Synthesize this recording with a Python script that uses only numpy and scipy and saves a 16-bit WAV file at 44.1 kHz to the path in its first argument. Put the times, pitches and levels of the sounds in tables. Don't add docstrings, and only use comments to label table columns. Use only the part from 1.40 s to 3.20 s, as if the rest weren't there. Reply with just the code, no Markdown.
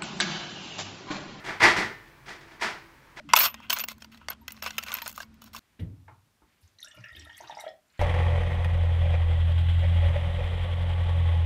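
import sys
import numpy as np
from scipy import signal
from scipy.fft import rfft, irfft
from scipy.io import wavfile
from scipy.ndimage import uniform_filter1d

SR = 44100
rng = np.random.default_rng(int(sys.argv[2]) if len(sys.argv) > 2 else 0)


def volts_from_db(level):
    exponent = np.asarray(level, float) / 20
    return 10 ** exponent


def bounce(signal):
    frames = np.transpose(np.atleast_2d(signal))
    limited = np.clip(frames, -1, 1)
    pcm = np.round(limited * 32767).astype(np.int16)
    wavfile.write(sys.argv[1], SR, pcm)


N = 79380


def unit_rms(x):
    return x / np.sqrt(np.mean(x ** 2) + 1e-20)


def interpolate_log(points, hz):
    f, value = np.transpose(points)
    return np.interp(np.log(hz + 1), np.log(f + 1), value)


# (frequency [Hz], density [dB per Hz])
HISS_SPECTRUM = [(15, -36), (25, 0.5), (144, -12.5), (291, -8), (333, -8), (708, -12), (768, -13.5),
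                 (903, -6), (15700, -38)]
# (centre [Hz], width [Hz], level [dB])
HUM_BANDS = [(45, 20, -63), (137, 33, -65), (332.8, 4, -65), (1753, 1050, -59.5)]
HISS_DB, PATCH_DB = -57, 0.5


def hiss_and_hum():
    frames = N // 256 + 5
    hz = np.fft.rfftfreq(1024, 1 / SR)
    real, imaginary, patches = rng.standard_normal((frames, 513, 3)).T
    patches = uniform_filter1d(patches, size=12, axis=0)
    patches = unit_rms(uniform_filter1d(patches, size=12, axis=1))
    level_db = interpolate_log(HISS_SPECTRUM, hz)[:, None] + PATCH_DB * patches
    spectrum = (real + 1j * imaginary) * volts_from_db(level_db)
    hiss = signal.istft(spectrum, nperseg=1024, noverlap=768)[1][:N]
    out = volts_from_db(HISS_DB) * unit_rms(hiss)
    fine_hz = np.fft.rfftfreq(N, 1 / SR)
    for centre_hz, width_hz, db in HUM_BANDS:
        resonance = 1 / (1 + ((fine_hz - centre_hz) / width_hz * 2) ** 2)
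        hum = irfft(rfft(rng.standard_normal(N)) * resonance, N)
        out = out + volts_from_db(db) * unit_rms(hum)
    return out


# (frequency [Hz], t60 [s])
ROOM_T60 = [(80, 0.51), (300, 0.33), (700, 0.4), (2000, 0.39), (5000, .33), (10000, 0.29), (16000, 0.29)]
HOLD_S, HOLD_SHARE = 0.079, 0.73
DIRECT_DB, BUILD_S = -32, 0.0043
LATE_DB, LATE_STRETCH = -23, 2.38


def room():
    hz, t, noise = signal.stft(rng.standard_normal(SR + SR // 2), SR, nperseg=256)
    fall_time = t - (1 - HOLD_SHARE) * np.minimum(t, HOLD_S)
    fall_db = -60 * fall_time / interpolate_log(ROOM_T60, hz)[:, None]
    early_power = volts_from_db(2 * fall_db)
    late_power = volts_from_db(2 * (LATE_DB + fall_db / LATE_STRETCH))
    tail = signal.istft(noise * np.sqrt(early_power + late_power), SR, nperseg=256)[1]
    tail = tail * (1 - np.exp(-np.arange(len(tail)) / SR / BUILD_S))
    tail = tail / np.linalg.norm(tail)
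    return np.concatenate([[volts_from_db(DIRECT_DB)], tail])


def modal_sum(modes, t):
    return sum(volts_from_db(db - 60 * t / t60) * np.sin(2 * np.pi * hz * t) for hz, db, t60 in modes)


def ringing(modes, rise_s, t):
    return (1 - np.exp(-t / rise_s)) * modal_sum(modes, t)


# (time [s], tap [dB], frame ring [dB], tube ring [dB], hollow ball [dB])
FIRM_CONTACTS = [(.083, -43, -52, -48, -29), (0.2049, -14, -34, -44, -11), (.219, -12, -38, -29, -13),
                 (0.228, -7, -34, -32, -18), (0.237, -4.5, -27, -14, -8), (0.2403, -4.5, -28.5, -23, -12.5),
                 (.245, -16, -30, -27, -8), (0.2536, -2, -34.5, -43, -16), (.364, -18, -32.5, -57, -13.5),
                 (.377, -22, -38, -28.5, -7.5), (.392, -28, -37, -43, -28), (.425, -26, -41, -48, -34),
                 (0.526, -40, -60, -61, -44), (0.8817, -32.5, -57, -46, -31), (.9, -48, -70, -43.5, -41),
                 (1.11, -44, -68, -66, -50), (1.196, -38, -74, -62, -44), (1.2218, -17, -44, -49, -20),
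                 (1.236, -21, -54, -54, -32), (1.258, -39, -47, -48, -24), (1.286, -28, -60, -54, -38),
                 (1.771, -30.5, -56, -53, -32), (1.776, -40, -58, -53, -52)]
# (frequency [Hz], level [dB], t60 [s])
TAP_MODES = [(1067, -6, 0.019), (2000, 3, 0.013), (1410, -3, 0.014), (3350, -24, 0.023),
             (4730, -9.5, 0.0065)]
# (frequency [Hz], level [dB], t60 [s])
FRAME_MODES = [(342.9, -2.5, 0.32), (400.5, -1.5, 0.2), (217, -7, 0.22), (126.7, -11.5, 0.26),
               (647, -5.5, .2), (901, 3, 0.18), (1017, -10, 0.18)]
# (frequency [Hz], level [dB], t60 [s])
TUBE_MODES = [(1918, 0, 0.26), (1975, -5.5, 0.28), (1793, -9, 0.59), (1662, -6, 0.28), (1554, -4, 0.14),
              (2150, -11, 0.18)]
# (frequency [Hz], level [dB], t60 [s])
HOLLOW_MODES = [(1955, -3, 0.021), (1628, -5.5, 0.011), (415, -16, 0.045)]
TAP_RISE_S, RING_RISE_S = 0.00045, 0.0013


def firm_taps():
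    t = np.arange(SR // 2) / SR
    tap = ringing(TAP_MODES, TAP_RISE_S, t)
    frame = ringing(FRAME_MODES, RING_RISE_S, t)
    tube = ringing(TUBE_MODES, RING_RISE_S, t)
    hollow = ringing(HOLLOW_MODES, TAP_RISE_S, t)
    near, far = np.zeros((2, N + len(t)))
    for s, tap_db, frame_db, tube_db, hollow_db in FIRM_CONTACTS:
        start = round(s * SR)
        span = slice(start, start + len(t))
        near[span] += volts_from_db(tap_db) * tap + volts_from_db(frame_db) * frame + volts_from_db(tube_db) * tube
        far[span] += volts_from_db(hollow_db) * hollow
    return near[:N] + signal.fftconvolve(far, room())[:N]


def band(x, hz, kind):
    return signal.sosfilt(signal.butter(2, hz, kind, fs=SR, output="sos"), x)


# (frequency [Hz], level [dB])
BLOW_SPECTRUM = [(35, -49), (60, -20), (293, -14), (345, -0.5), (549, -19.5), (646, -6.5), (1930, -7),
                 (5260, -20.5), (15700, -49.5)]
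# (frequency [Hz], level [dB], t60 [s])
WOOD_MODES = [(129, -11.5, 0.11), (212, -25, 0.36), (339, -1, 0.05), (377, -6.5, .1), (652, -3, 0.034),
              (875, -10, 0.23), (1017, -7.5, 0.14), (1430, -14.5, 0.03), (1514, -3.5, 0.1),
              (1757, 3.5, 0.017), (1940, 5, 0.017), (2139, -1.5, 0.013), (2278, -6.5, 0.01),
              (5020, -42, 0.013)]
WOOD_DB, THUD_HZ, TREBLE_HZ = -5, 560, 2740


def knock():
    size = 8192
    log_gain = np.log(volts_from_db(interpolate_log(BLOW_SPECTRUM, abs(np.fft.fftfreq(size, 1 / SR)))))
    phase = -signal.hilbert(log_gain).imag
    click = np.fft.ifft(np.exp(log_gain + 1j * phase)).real
    t = np.arange(size) / SR
    ring = modal_sum([(hz, db - 10 * np.log10(t60), t60) for hz, db, t60 in WOOD_MODES], t)
    whole = click / np.linalg.norm(click) + volts_from_db(WOOD_DB) * ring / np.linalg.norm(ring)
    thud = band(whole, THUD_HZ, "low")
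    treble = band(whole, TREBLE_HZ, "high")
    return thud, whole - thud - treble, treble


# (time [s], blow [dB], treble [dB], thud [dB])
BOUNCES_HEARD = [(0.039, -22.5, 2.5, 5.5), (0.057, -19.5, 1, 2.5), (0.068, -22, -4.5, 7),
                 (0.082, -18.5, -0.5, -17), (0.198, -12, -1, -11), (0.204, -7.5, -7, -9),
                 (0.218, -2.5, 0, -4), (0.229, -5, 7.5, -5), (0.237, -3, -3.5, -3.5),
                 (0.244, -8.5, -15, -3.5), (0.253, -12, 0, -5), (0.363, -9, 3.5, 4.5), (0.376, -19, 5.5, 2),
                 (0.391, -23, 2, -19), (0.524, -59, 0, -26), (0.664, -63.5, 24, 16), (0.856, -30.5, 1, -16),
                 (0.863, -30, 1, 7.5), (0.881, -24, 5, -1), (1.004, -33.5, 2, 7), (1.074, -37, 0, -7),
                 (1.11, -34, 1.5, 6.5), (1.197, -27.5, 1.5, 7), (1.21, -13.5, 4.5, -4.5),
                 (1.221, -12, 4, -15), (1.235, -21.5, -4, 0), (1.258, -34, 0, 8), (1.761, -30.5, 4.5, 6),
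                 (1.769, -26, -3, -14), (1.776, -25.5, -2, -12)]
EARLIER_S, EARLIER_DB = 0.12, -15
BLOW_DB = -6.5


def bouncing_ball():
    thud, body, treble = knock()
    lead, out = SR // 2, 0
    bounces = [(-EARLIER_S, EARLIER_DB, 0, 0)] + list(BOUNCES_HEARD)
    for path in range(3):
        blows = np.zeros(N + lead + len(thud))
        for s, db, treble_db, thud_db in bounces[path::3]:
            start = lead + round(s * SR)
            blow = volts_from_db(thud_db) * thud + body + volts_from_db(treble_db) * treble
            blows[start:start + len(thud)] += volts_from_db(db + BLOW_DB) * blow
        out = out + signal.fftconvolve(blows, room())[lead:lead + N]
    return out * 10


def scene():
    return (bouncing_ball() + firm_taps() + hiss_and_hum())[None]


def low_pass(x):
    return signal.sosfilt(signal.butter(12, 15890, fs=SR, output="sos"), x)


# (frequency [Hz], gain [dB])
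MIC_RESPONSE = [(30, -6), (90, 1), (1200, -1.5), (2000, -2.5), (2400, 0), (2750, -2), (5000, 0.63),
                (11000, -0.74), (16000, -6)]
SELF_DB, EDGE_HZ = -73.5, 15830
FIZZ_DB, FIZZ_PER_DB, FIZZ_FALL_DB_S = -66, 0.6, 60


def record(dry):
    mic = irfft(rfft(dry) * volts_from_db(interpolate_log(MIC_RESPONSE, np.fft.rfftfreq(N, 1 / SR))), N)
    fall = np.arange(N) * FIZZ_FALL_DB_S / SR
    level_db = 10 * np.log10(abs(uniform_filter1d(mic[0] ** 2, size=800)) + 1e-9)
    held_db = np.maximum.accumulate(level_db + fall) - fall
    noise_gain = volts_from_db(SELF_DB) + volts_from_db(FIZZ_DB + FIZZ_PER_DB * (held_db + 23))
    thin_noise = np.diff(np.diff(rng.standard_normal(N + 2)))
    mic = mic + noise_gain * unit_rms(thin_noise)
    edge = signal.firwin(511, EDGE_HZ, window=("kaiser", 9), fs=SR)
    mix = signal.oaconvolve(mic, edge[None], "same")
    return low_pass(mix)


dry = scene()
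out = record(dry)
bounce(out)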